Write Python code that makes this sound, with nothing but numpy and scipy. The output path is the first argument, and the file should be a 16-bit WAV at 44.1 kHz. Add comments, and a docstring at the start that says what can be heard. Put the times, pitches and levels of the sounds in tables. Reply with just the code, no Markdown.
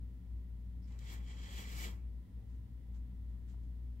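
"""A dry, hissing rub swells three times, close to a snake's enclosure in a quiet room.
Something slides: friction noise and tiny catches excite resonances, brighter the harder the push.
A thin squeak, small ticks, scuffs and soft bumps surround it.
A motor drones under mains hum and a low room rumble; two spaced microphones listen."""
import sys
import numpy as np
from scipy import signal
from scipy.fft import rfft, irfft, next_fast_len
from scipy.io import wavfile
from scipy.ndimage import map_coordinates

SR = 44100
rng = np.random.default_rng(int(sys.argv[2]) if len(sys.argv) > 2 else 0)


def generate_wav(signal):
    """Clip the signal to [-1, 1] and save it as 16-bit WAV at the path in sys.argv[1]."""
    frames = np.transpose(np.atleast_2d(signal))
    scaled = np.clip(frames, -1, 1) * 32767
    pcm = np.round(scaled).astype(np.int16)
    wavfile.write(sys.argv[1], SR, pcm)


N = 176400

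# room sound common to both microphones (frequency [Hz], power share [0-1])
ROOM_COHERENCE = [(60, 0.93), (140, 0.83), (300, 0.92), (600, 0.15), (1500, 0.073), (12000, 0.049)]
# room balance (frequency [Hz], left minus right [dB])
ROOM_BALANCE = [(60, 0.5), (150, 1.5), (400, 2.5), (1000, 0), (2500, -3), (7000, -0.5), (13000, -2),
                (15000, -5.5)]


def amp(db):
    """Decibels to gain."""
    return 10 ** (np.asarray(db) / 20)


def unit(x):
    """Scale to rms 1."""
    return x / np.sqrt(np.mean(x ** 2) + 1e-20)


def along(points, hz):
    """Interpolate (frequency [Hz], value) points on a log axis."""
    knots_hz, values = np.transpose(points)
    return np.interp(np.log(hz + 1), np.log(knots_hz + 1), values)


def times():
    """Sample times [s]."""
    return np.arange(N) / SR


def level(rows, lag_s=0):
    """Level curve [dB], falling 400 dB/s outside its ends."""
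    knots_s, db = np.transpose(rows)
    t = times() - lag_s
    return np.interp(t, knots_s, db) - 400 * abs(t - np.clip(t, knots_s[0], knots_s[-1]))


def wobble(knots_per_s):
    """Smooth random curve."""
    knots = rng.standard_normal(int(N * knots_per_s / SR) + 4)
    return map_coordinates(knots, [times() * knots_per_s])


def swell(start_s, length_s):
    """Quick rise, slower fall, peak 1."""
    u = np.maximum(times() - start_s, 0) / length_s * 5
    return u * np.exp(1 - u)


def filtered(x, response):
    """Apply a frequency response."""
    size = next_fast_len(N + SR // 2)
    return irfft(rfft(x, size) * response(np.fft.rfftfreq(size, 1 / SR)), size)[..., :N]


def colour(points):
    """Response through (frequency [Hz], gain [dB]) points."""
    return lambda f: amp(along(points, f))


def resonant(modes):
    """Response of steep-sided resonances (centre [Hz], nominal width [Hz], gain [dB])."""
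    return lambda f: sum(amp(db) * abs(f * width / (hz * hz - f * f + 1j * f * width)) ** 1.52
                         for hz, width, db in modes)


def noise():
    """Three white noises: common, left, right."""
    return rng.standard_normal((3, N))


def friction():
    """Noise with a dense spray of tiny catches of random size."""
    catches_per_s, catch_share = 2500, 0.51
    catches = (rng.random((3, N)) < catches_per_s / SR) * noise()
    return np.sqrt(1 - catch_share) * noise() + np.sqrt(catch_share) * unit(catches)


def spread(x, response, coherence, balance, left_lead_s=0):
    """Coloured stereo of rms 1 from common, left and right signals."""
    side = np.array([[.5], [-.5]])
    share = lambda f: np.clip(along(coherence, f), 0, 1)
    common = filtered(x[0], lambda f: np.sqrt(share(f)) * np.exp(2j * np.pi * f * left_lead_s * side))
    apart = filtered(x[1:], lambda f: np.sqrt(1 - share(f)))
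    return unit(filtered(common + apart, lambda f: response(f) * amp(side * along(balance, f))))


def room():
    """Steady rumble, room resonances and faint air."""
    # noise spectra (frequency [Hz], relative density [dB])
    rumble = [(20, -5), (32, -10), (45, 0), (62, 11), (78, -0.5), (100, 1.5), (135, -5.5), (200, -18),
              (280, -14), (330, -19.5), (480, -23.5), (700, -34.5), (1500, -54.5), (4000, -75)]
    air = [(350, -41), (600, -7), (777, -2), (1020, -9), (1060, -14.5), (1380, -5.5), (1490, -12.5),
           (1930, -4), (2400, -12.5), (3300, -10.5), (4430, -15), (6850, -18.5), (15500, -17)]
    # room resonances (centre [Hz], nominal width [Hz], relative gain [dB])
    modes = [(97, 19.5, 2.5), (191.8, 12.2, -0.5), (261.5, 24, -11.5), (1002, 49, -30)]
    layers = [(colour(rumble), -55.5), (resonant(modes), -60), (colour(air), -77.5)]
    return sum(amp(db) * spread(noise(), response, ROOM_COHERENCE, ROOM_BALANCE)
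               for response, db in layers)


def motor():
    """Low drone, wavering in level and phase, louder on the left."""
    # drone envelope (time [s], level [dB])
    envelope = [(0.0, -46.5), (0.04, -44), (0.21, -50.5), (0.36, -42), (0.47, -51), (0.51, -45),
                (1.45, -44.5), (1.48, -52), (1.56, -41), (1.6, -50), (1.77, -43.5), (2.18, -44.5),
                (2.32, -60), (2.36, -43), (2.46, -51.5), (2.49, -44.5), (2.65, -48.5), (2.7, -56),
                (2.74, -44), (2.87, -49), (2.96, -42.5), (3.26, -47.5), (3.33, -42.5), (3.44, -47.5),
                (3.69, -42.5), (4.0, -47)]
    drone_hz, gain_db, balance_db = 58.7, 0.04, 3
    tone = np.sqrt(2) * np.sin(2 * np.pi * drone_hz * times() + 0.21 * wobble(7.7))
    return amp(level(envelope) + gain_db) * tone * amp(balance_db * np.array([[.5], [-.5]]))


def mains_hum():
    """Three mains harmonics, each wavering on its own."""
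    # hum lines (frequency [Hz], rms level [dB])
    lines = [(119.6, -64), (179, -68), (240, -70)]
    tone = lambda hz: np.sqrt(2) * np.sin(2 * np.pi * hz * times() + 0.28 * wobble(5.1))
    return sum(amp(db + 1.7 * wobble(4.9)) * tone(hz) for hz, db in lines)


def contact_noise(response):
    """Coloured friction with the room's stereo spread."""
    return spread(friction(), response, ROOM_COHERENCE, ROOM_BALANCE)


def squeak():
    """Thin band of friction noise as the rub starts."""
    centre_hz, width_hz, level_db = 5200, 730, -79
    band = contact_noise(resonant([(centre_hz, width_hz, 0)]))
    return amp(level_db) * swell(start_s=.818, length_s=0.11) * band


def ticks():
    """Dry ticks: sudden noise bursts with a fast decay."""
    # ticks (time [s], level [dB])
    events = [(.921, -67.5), (.990, -57.5)]
    # tick spectrum (frequency [Hz], relative density [dB])
    spectrum = [(300, -14), (1500, -10), (2400, -17), (3500, 2), (5500, -4), (7900, -1), (10000, -23),
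                (15000, -9)]
    t, t60_s = times(), .025
    envelope = sum(amp(db - 60 * abs(t - start_s) / t60_s) * (t >= start_s) for start_s, db in events)
    return envelope * contact_noise(colour(spectrum))


def scuffs():
    """Light, brief swells of broadband friction."""
    # scuffs (time [s], level [dB], length [s])
    events = [(0.871, -77.5, 0.071), (2.486, -82.5, 0.1), (2.545, -88, .05), (2.938, -77, 0.079),
              (3.283, -87, 0.1), (3.473, -75, 0.11), (3.625, -84, 0.078)]
    # scuff spectrum (frequency [Hz], relative density [dB])
    spectrum = [(500, -24), (1300, 1), (3000, -1), (5000, -2), (7500, 0), (10000, -17), (15000, -19.5)]
    envelope = sum(amp(db) * swell(start_s, length_s) for start_s, db, length_s in events)
    return envelope * contact_noise(colour(spectrum))


def bumps():
    """Soft bumps: noise swells through one broad resonance each."""
    # bumps (time [s], level [dB], centre [Hz], length [s])
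    events = [(1.588, -51.5, 167, 0.053), (1.824, -62, 810, .07), (1.858, -52.5, 265, 0.062),
              (2.371, -71, 404, 0.13), (2.936, -76, 790, 0.1), (3.335, -82, 1100, 0.086),
              (3.538, -69, 725, 0.022)]
    return sum(amp(db) * swell(start_s, length_s) * contact_noise(resonant([(hz, 0.54 * hz, 0)]))
               for start_s, db, hz, length_s in events)


def walls(x):
    """Add the enclosure's short, dense echo, different at each microphone."""
    t60_s, echo_db = 0.1, -3.5
    t = np.arange(SR // 8) / SR
    tail = rng.standard_normal((2, len(t))) * amp(-60 * t / t60_s)
    tail /= np.linalg.norm(tail, axis=1, keepdims=True)
    echo = amp(echo_db) * signal.fftconvolve(x, tail, axes=1)[:, :N]
    return (x + echo) / np.hypot(1, amp(echo_db))


def near_friction(response):
    """Close, coloured friction; its direct sound reaches the left microphone first."""
    # direct sound (frequency [Hz], power share [clipped to 0-1])
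    direct = [(200, 2.5), (700, 0.86), (1100, 0.66), (3200, 1.36), (4000, -0.67), (8000, -0.04),
              (14000, -2)]
    # rub balance (frequency [Hz], left minus right [dB])
    balance = [(250, 1.5), (700, 2.5), (1200, 3), (1950, -6), (2650, 7), (3300, -8), (4100, -3.5),
               (4900, 6.5), (6200, 0), (7800, 0), (9300, -0.5), (13500, -5), (15000, -6)]
    return spread(friction(), response, direct, balance, left_lead_s=0.00036)


def rub():
    """Dry sliding friction: hiss, resonances, a whistly band, treble fizz and a lagging low body."""
    # layer envelopes (time [s], level [dB])
    rub_envelope = [(0.86, -85.5), (0.926, -75), (0.98, -82.5), (0.992, -72), (1.002, -74.5), (1.114, -59),
                    (1.222, -79.5), (1.304, -64), (1.36, -70.5), (1.46, -61), (1.468, -66), (1.58, -56.5),
                    (1.672, -63), (1.79, -56.5), (1.846, -52), (1.872, -56.5), (1.905, -67), (1.955, -80),
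                    (2.02, -92)]
    whistle_envelope = [(0.97, -99), (0.99, -84), (1.11, -67), (1.14, -74), (1.228, -81), (1.304, -66),
                        (1.354, -72.5), (1.5, -66.5), (1.576, -62.5), (1.66, -70), (1.78, -78),
                        (1.862, -60), (1.93, -80)]
    fizz_envelope = [(1.0, -82), (1.044, -82.5), (1.14, -65), (1.166, -79), (1.212, -86), (1.32, -87),
                     (1.496, -76.5), (1.596, -64), (1.656, -73), (1.828, -59.5), (1.856, -63), (1.97, -84)]
    # layer spectra (frequency [Hz], relative density [dB])
    hiss_spectrum = [(500, -50), (1400, -12.5), (1900, 0), (2650, -8.5), (3300, -4), (4000, -4.5),
                     (4700, -7.5), (6400, -11), (7700, -6), (8700, -22), (11000, -23), (16000, -62)]
    fizz_spectrum = [(1500, -1.5), (4500, -7.5), (8000, -2), (9700, -9.5), (11500, -3.5), (13500, -2),
                     (15700, -4.5)]
    body_spectrum = [(40, -18), (90, 11.5), (250, 4.5), (400, 0), (520, 0.5), (650, -6.5), (900, -1),
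                     (1180, -3), (1400, -5), (2500, -9), (6000, -61)]
    # friction-driven modes (centre [Hz], nominal width [Hz], level re full push [dB], growth [dB/dB])
    modes = [ (722, 22, -19, 1), (1215, 40, -16, 1), (1990, 140, -9, .8), (2268, 48, -7.5, 1.05),
             (2920, 160, -10.5, 1.5), (5580, 130, -19, .9), (7100, 300, -9, 1.15)]
    full_push_db, body_growth = -55, 0.53
    hiss_gain_db, whistle_gain_db, fizz_gain_db, body_gain_db = 2.5, 2, 7, -1
    whistle_hz, whistle_width_hz = 3220, 235

    push_db = level(rub_envelope) - full_push_db
    hiss = amp(level(rub_envelope) + hiss_gain_db) * near_friction(colour(hiss_spectrum))
    ring = sum(amp(full_push_db + db + growth * push_db) * near_friction(resonant([(hz, width_hz, 0)]))
               for hz, width_hz, db, growth in modes)
    whistle_band = near_friction(resonant([(whistle_hz, whistle_width_hz, 0)]))
    whistle = amp(level(whistle_envelope) + whistle_gain_db) * whistle_band
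    fizz = amp(level(fizz_envelope) + fizz_gain_db) * near_friction(colour(fizz_spectrum))
    late_push_db = level(rub_envelope, lag_s=0.028) - full_push_db
    body_db = full_push_db + body_gain_db + body_growth * late_push_db
    body = amp(body_db) * near_friction(colour(body_spectrum))
    layers = walls(hiss + body) + ring + whistle + fizz
    flutter_db = .6 * wobble(knots_per_s=70)
    return layers * amp(flutter_db)


def scene():
    """Sum at the two microphones."""
    return rub() + squeak() + ticks() + scuffs() + bumps() + motor() + mains_hum() + room()


def record(dry):
    """Brick-wall low-pass."""
    cutoff_hz = 15780
    return filtered(dry, lambda hz: hz < cutoff_hz)


dry = scene()
out = record(dry)
generate_wav(out)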